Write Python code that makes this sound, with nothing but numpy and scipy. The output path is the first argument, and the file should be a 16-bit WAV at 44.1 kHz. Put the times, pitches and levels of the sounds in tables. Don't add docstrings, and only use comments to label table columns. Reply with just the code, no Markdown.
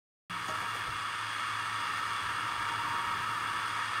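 import sys
import numpy as np
from scipy import signal
from scipy.fft import rfft, irfft
from scipy.io import wavfile

SR = 44100
rng = np.random.default_rng(int(sys.argv[2]) if len(sys.argv) > 2 else 0)


def transcribe(u):
    v = np.clip(np.atleast_2d(u).T, -1, 1)
    q = np.round(v * 32767).astype(np.int16)
    wavfile.write(sys.argv[1], SR, q)


N = 176400
T = np.arange(N) / SR

# time_s, body_db, treble_db
RATTLE_DRIVE = [(0.31,-40.5,-42.5),(0.4,-39.5,-41),(0.69,-37.5,-41.5),(0.95,-39,-41),(1.35,-38,-39.5),(1.65,-38,-39.5),(1.97,-37.5,-39.5),(2.36,-36.5,-40),(2.76,-35.5,-40),(3.1,-35.5,-41),(3.6,-36.5,-39.5),(4.0,-36,-39.5)]
# frequency_hz, relative_db
RATTLE_SPECTRUM = [(100,-33),(300,-22.5),(560,-25),(780,-20.5),(900,-14),(1040,-10),(1150,-2.5),(1320,-3.5),(1450,-8),(1650,-10),(1860,-7.5),(1990,-16),(2230,-12),(2370,-16.5),(2520,-14.5),(2650,-19.5),(2800,-10),(2950,-17),(3200,-18.5),(3370,-10),(3520,-17.5),(3750,-23.5),(4400,-23.5),(4900,-21),(5200,-27.5),(5700,-29.5),(6200,-28.5),(7250,-32.5),(7450,-43),(7600,-32),(8200,-30),(8800,-24),(9400,-32.5),(10100,-35.5),(10700,-38),(12300,-46.5),(14100,-50),(14850,-41),(15300,-48),(16000,-50)]
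# pitch_hz, width_hz, level_db (relative to body_db)
BODY_MODES = [(939.7,8.6,-9.5),(1137,8.9,-10.5),(1196,14,-15.5),(1237,10,-19.5),(1286.3,3.9,-9),(1633,7,-15),(1684,7,-20),(1758,9.5,-14),(1885,4.4,-19),(2164,7,-23.5),(2193,9.6,-20),(2272,6,-21),(2740,7,-25),(2820,19,-22),(3310,16,-20)]
# time_s, gain_db
SINGING_SWELL = [(0.3,0.5),(1.3,-7),(1.8,0),(2.15,-7),(2.5,-1),(2.8,6.5),(3.1,0.5),(3.4,-1.5),(4,-7.5)]
# start_s, scuff_db, ring_db
CLICK_EVENTS = [(.49,-41,-39.5),(.621,-47.5,-60),(.757,-47.5,-60),(.878,-49,-64)]
# frequency_hz, relative_db
SCUFF_SPECTRUM = [(80,-22),(160,-2),(300,-3.5),(480,3),(620,-2.5),(790,5),(1100,-19),(2500,-24),(5500,-15),(7500,-28),(15000,-42)]
# pitch_hz, relative_db, t60_s
HOLLOW_MODES = [(627,3,0.24),(803,-10,.12)]
# start_s, pitch_hz, level_db, t60_s
BUMP_EVENTS = [(0.296,174,-41.5,.45),(0.616,183,-50,0.27)]
# start_s, level_db
SCRAPE_EVENTS = [(.482,-48),(.489,-50),(.501,-51)]
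# peak_s, sigma_s, level_db
BRUSH_EVENTS = [(.485,.022,-53),(.565,.02,-58),(0.61,0.012,-55),(.69,0.035,-58),(.762,0.014,-53),(.795,0.0087,-55),(1.213,.004,-57),(1.34,.03,-62),(1.975,.012,-57)]
# frequency_hz, relative_db
BRUSH_SPECTRUM = [(800,-17),(3000,4),(6500,0),(10000,2),(12000,-4),(14000,-4),(16000,-11)]
# peak_s, sigma_s, level_db
THUD_EVENTS = [(.9,0.042,-50),(2.26,.03,-56),(2.603,.025,-50)]
# frequency_hz, relative_db
THUD_SPECTRUM = [(25,-20),(45,-2),(70,-5),(105,2),(150,-6),(260,-22),(600,-43)]
# time_s, level_db
RUMBLE_LEVELS = [(0.3,-55.5),(0.9,-56),(1.3,-60.5),(2,-54),(2.6,-55),(3.05,-51.5),(3.6,-54),(4,-59)]
# frequency_hz, relative_db
RUMBLE_SPECTRUM = [(15,-32),(28,-25),(40,-1.5),(65,-5.5),(95,6),(130,1.5),(200,0.5),(280,-7.5),(400,-2.5),(600,-12.5),(1500,-24.5)]


def rattle(ticks_per_s=2000, tick_spread_db=2.5, rub_share=0.6, turn_hz=30.97, split_hz=1460):
    ticks = (rng.random(N) < ticks_per_s / SR) * rng.choice([-1, 1], N)
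    ticks = ticks * amp(tick_spread_db * np.minimum(rng.exponential(1, N), 4))
    throb = 1 + 0.062 * drifting_tone(turn_hz, drift=0.026, rate_hz=1.62)
    contact = np.sqrt(1 - rub_share) * unit(ticks) + np.sqrt(rub_share) * noise()
    flutter = amp(-0.01 * wander(rate_hz=11))
    sound = colour(room(contact * throb * flutter), RATTLE_SPECTRUM)
    body = shape(sound, lambda f: 1 / (1 + (f / split_hz) ** 12))
    body_gain = amp(curve(RATTLE_DRIVE) - 2.04)
    treble_gain = amp(curve(RATTLE_DRIVE, column=2) - 0.47)
    return unit(body) * body_gain + unit(sound - body) * treble_gain


def shaft(pitch_hz=307, level_db=-66):
    tone = unit(drifting_tone(pitch_hz, drift=0.00588, rate_hz=1.25))
    return tone * amp(level_db + curve(SINGING_SWELL))


def singing():
    drive_db, swell_db = curve(RATTLE_DRIVE), curve(SINGING_SWELL)
    return sum(resonance(hz, width_hz) * amp(db + drive_db + swell_db * (k == 0))
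               for k, (hz, width_hz, db) in enumerate(BODY_MODES))


def clicks(scuff_rise_s=0.0085, scuff_t60_s=0.25, ring_rise_s=0.0023):
    out = np.zeros(N)
    for start, scuff_db, ring_db in CLICK_EVENTS:
        age = np.maximum(T - start, 0)
        lead_in = np.exp(np.minimum(T - start, 0) / scuff_rise_s)
        out += colour(noise(), SCUFF_SPECTRUM) * lead_in * amp(scuff_db - 60 * age / scuff_t60_s)
        for hz, db, t60 in HOLLOW_MODES:
            out += struck_tone(start, hz, ring_db + db, t60, ring_rise_s)
    return out


def bumps():
    return sum(struck_tone(*bump, rise_s=0.0024) for bump in BUMP_EVENTS)


def scrapes(t60_s=0.046):
    envelope = sum(amp(db - 60 * np.maximum(T - start, 0) / t60_s) * (T > start)
                   for start, db in SCRAPE_EVENTS)
    return envelope * resonance(pitch_hz=6650, width_hz=260)


def brushes():
    return noise_swells(BRUSH_EVENTS, BRUSH_SPECTRUM)


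def thuds():
    return noise_swells(THUD_EVENTS, THUD_SPECTRUM)


def hum(pitch_hz=109.3, level_db=-55.5, flicker_db=2.1):
    tone = unit(drifting_tone(pitch_hz, drift=0.0056, rate_hz=2.2))
    return tone * amp(level_db + flicker_db * wander(rate_hz=12))


def rumble():
    return amp(curve(RUMBLE_LEVELS)) * colour(noise(), RUMBLE_SPECTRUM)


def room(direct, t60_s=0.31, tail_db=-7):
    t = T[:SR // 2]
    tail = rng.standard_normal(len(t)) * amp(-60 * t / t60_s) * (t > .003)
    return direct + amp(tail_db) * signal.fftconvolve(direct, tail / np.linalg.norm(tail))[:N]


def drifting_tone(pitch_hz, drift, rate_hz):
    return np.sin(2 * np.pi * np.cumsum(pitch_hz * (1 + drift * wander(rate_hz))) / SR)


def struck_tone(start_s, pitch_hz, level_db, t60_s, rise_s):
    age = np.maximum(T - start_s, 0)
    envelope = amp(level_db - 60 * age / t60_s) * (1 - np.exp(-age / rise_s))
    return envelope * np.sin(2 * np.pi * pitch_hz * age)


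def resonance(pitch_hz, width_hz):
    return unit(shape(noise(), lambda f: 1 / (1 + ((f - pitch_hz) / width_hz) ** 2)))


def noise_swells(events, spectrum):
    envelope = sum(amp(db) * np.exp(-.5 * ((T - peak) / sigma) ** 2) for peak, sigma, db in events)
    return envelope * colour(noise(), spectrum)


def noise():
    return rng.standard_normal(N)


def wander(rate_hz):
    return unit(shape(noise(), lambda f: (f > 0) / (1 + (f / rate_hz) ** 4)))


def colour(x, spectrum):
    hz, db = np.transpose(spectrum)
    return unit(shape(x, lambda f: amp(np.interp(np.log(f + 1), np.log(hz), db))))


def shape(x, gain):
    return irfft(rfft(x) * gain(np.fft.rfftfreq(len(x), 1 / SR)), len(x))


def curve(rows, column=1):
    rows = np.array(rows)
    return np.interp(T, rows[:, 0], rows[:, column])


def amp(db):
    return 10 ** (np.asarray(db) / 20)


def unit(x):
    return x / np.sqrt(np.mean(x ** 2) + 1e-20)


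def scene():
    motor = rattle() + shaft() + singing()
    background = hum() + rumble()
    small_noises = clicks() + brushes() + bumps() + thuds() + scrapes()
    return (motor + small_noises + background)[None]


def record(dry, start_s=0.297, cutoff_hz=15750):
    opened = dry * np.clip((T - start_s) / .001, 0, 1)
    lowpass = signal.firwin(511, cutoff_hz, window=("kaiser", 9), fs=SR)
    return signal.oaconvolve(opened, lowpass[None], "same")


dry = scene()
out = record(dry)
transcribe(out)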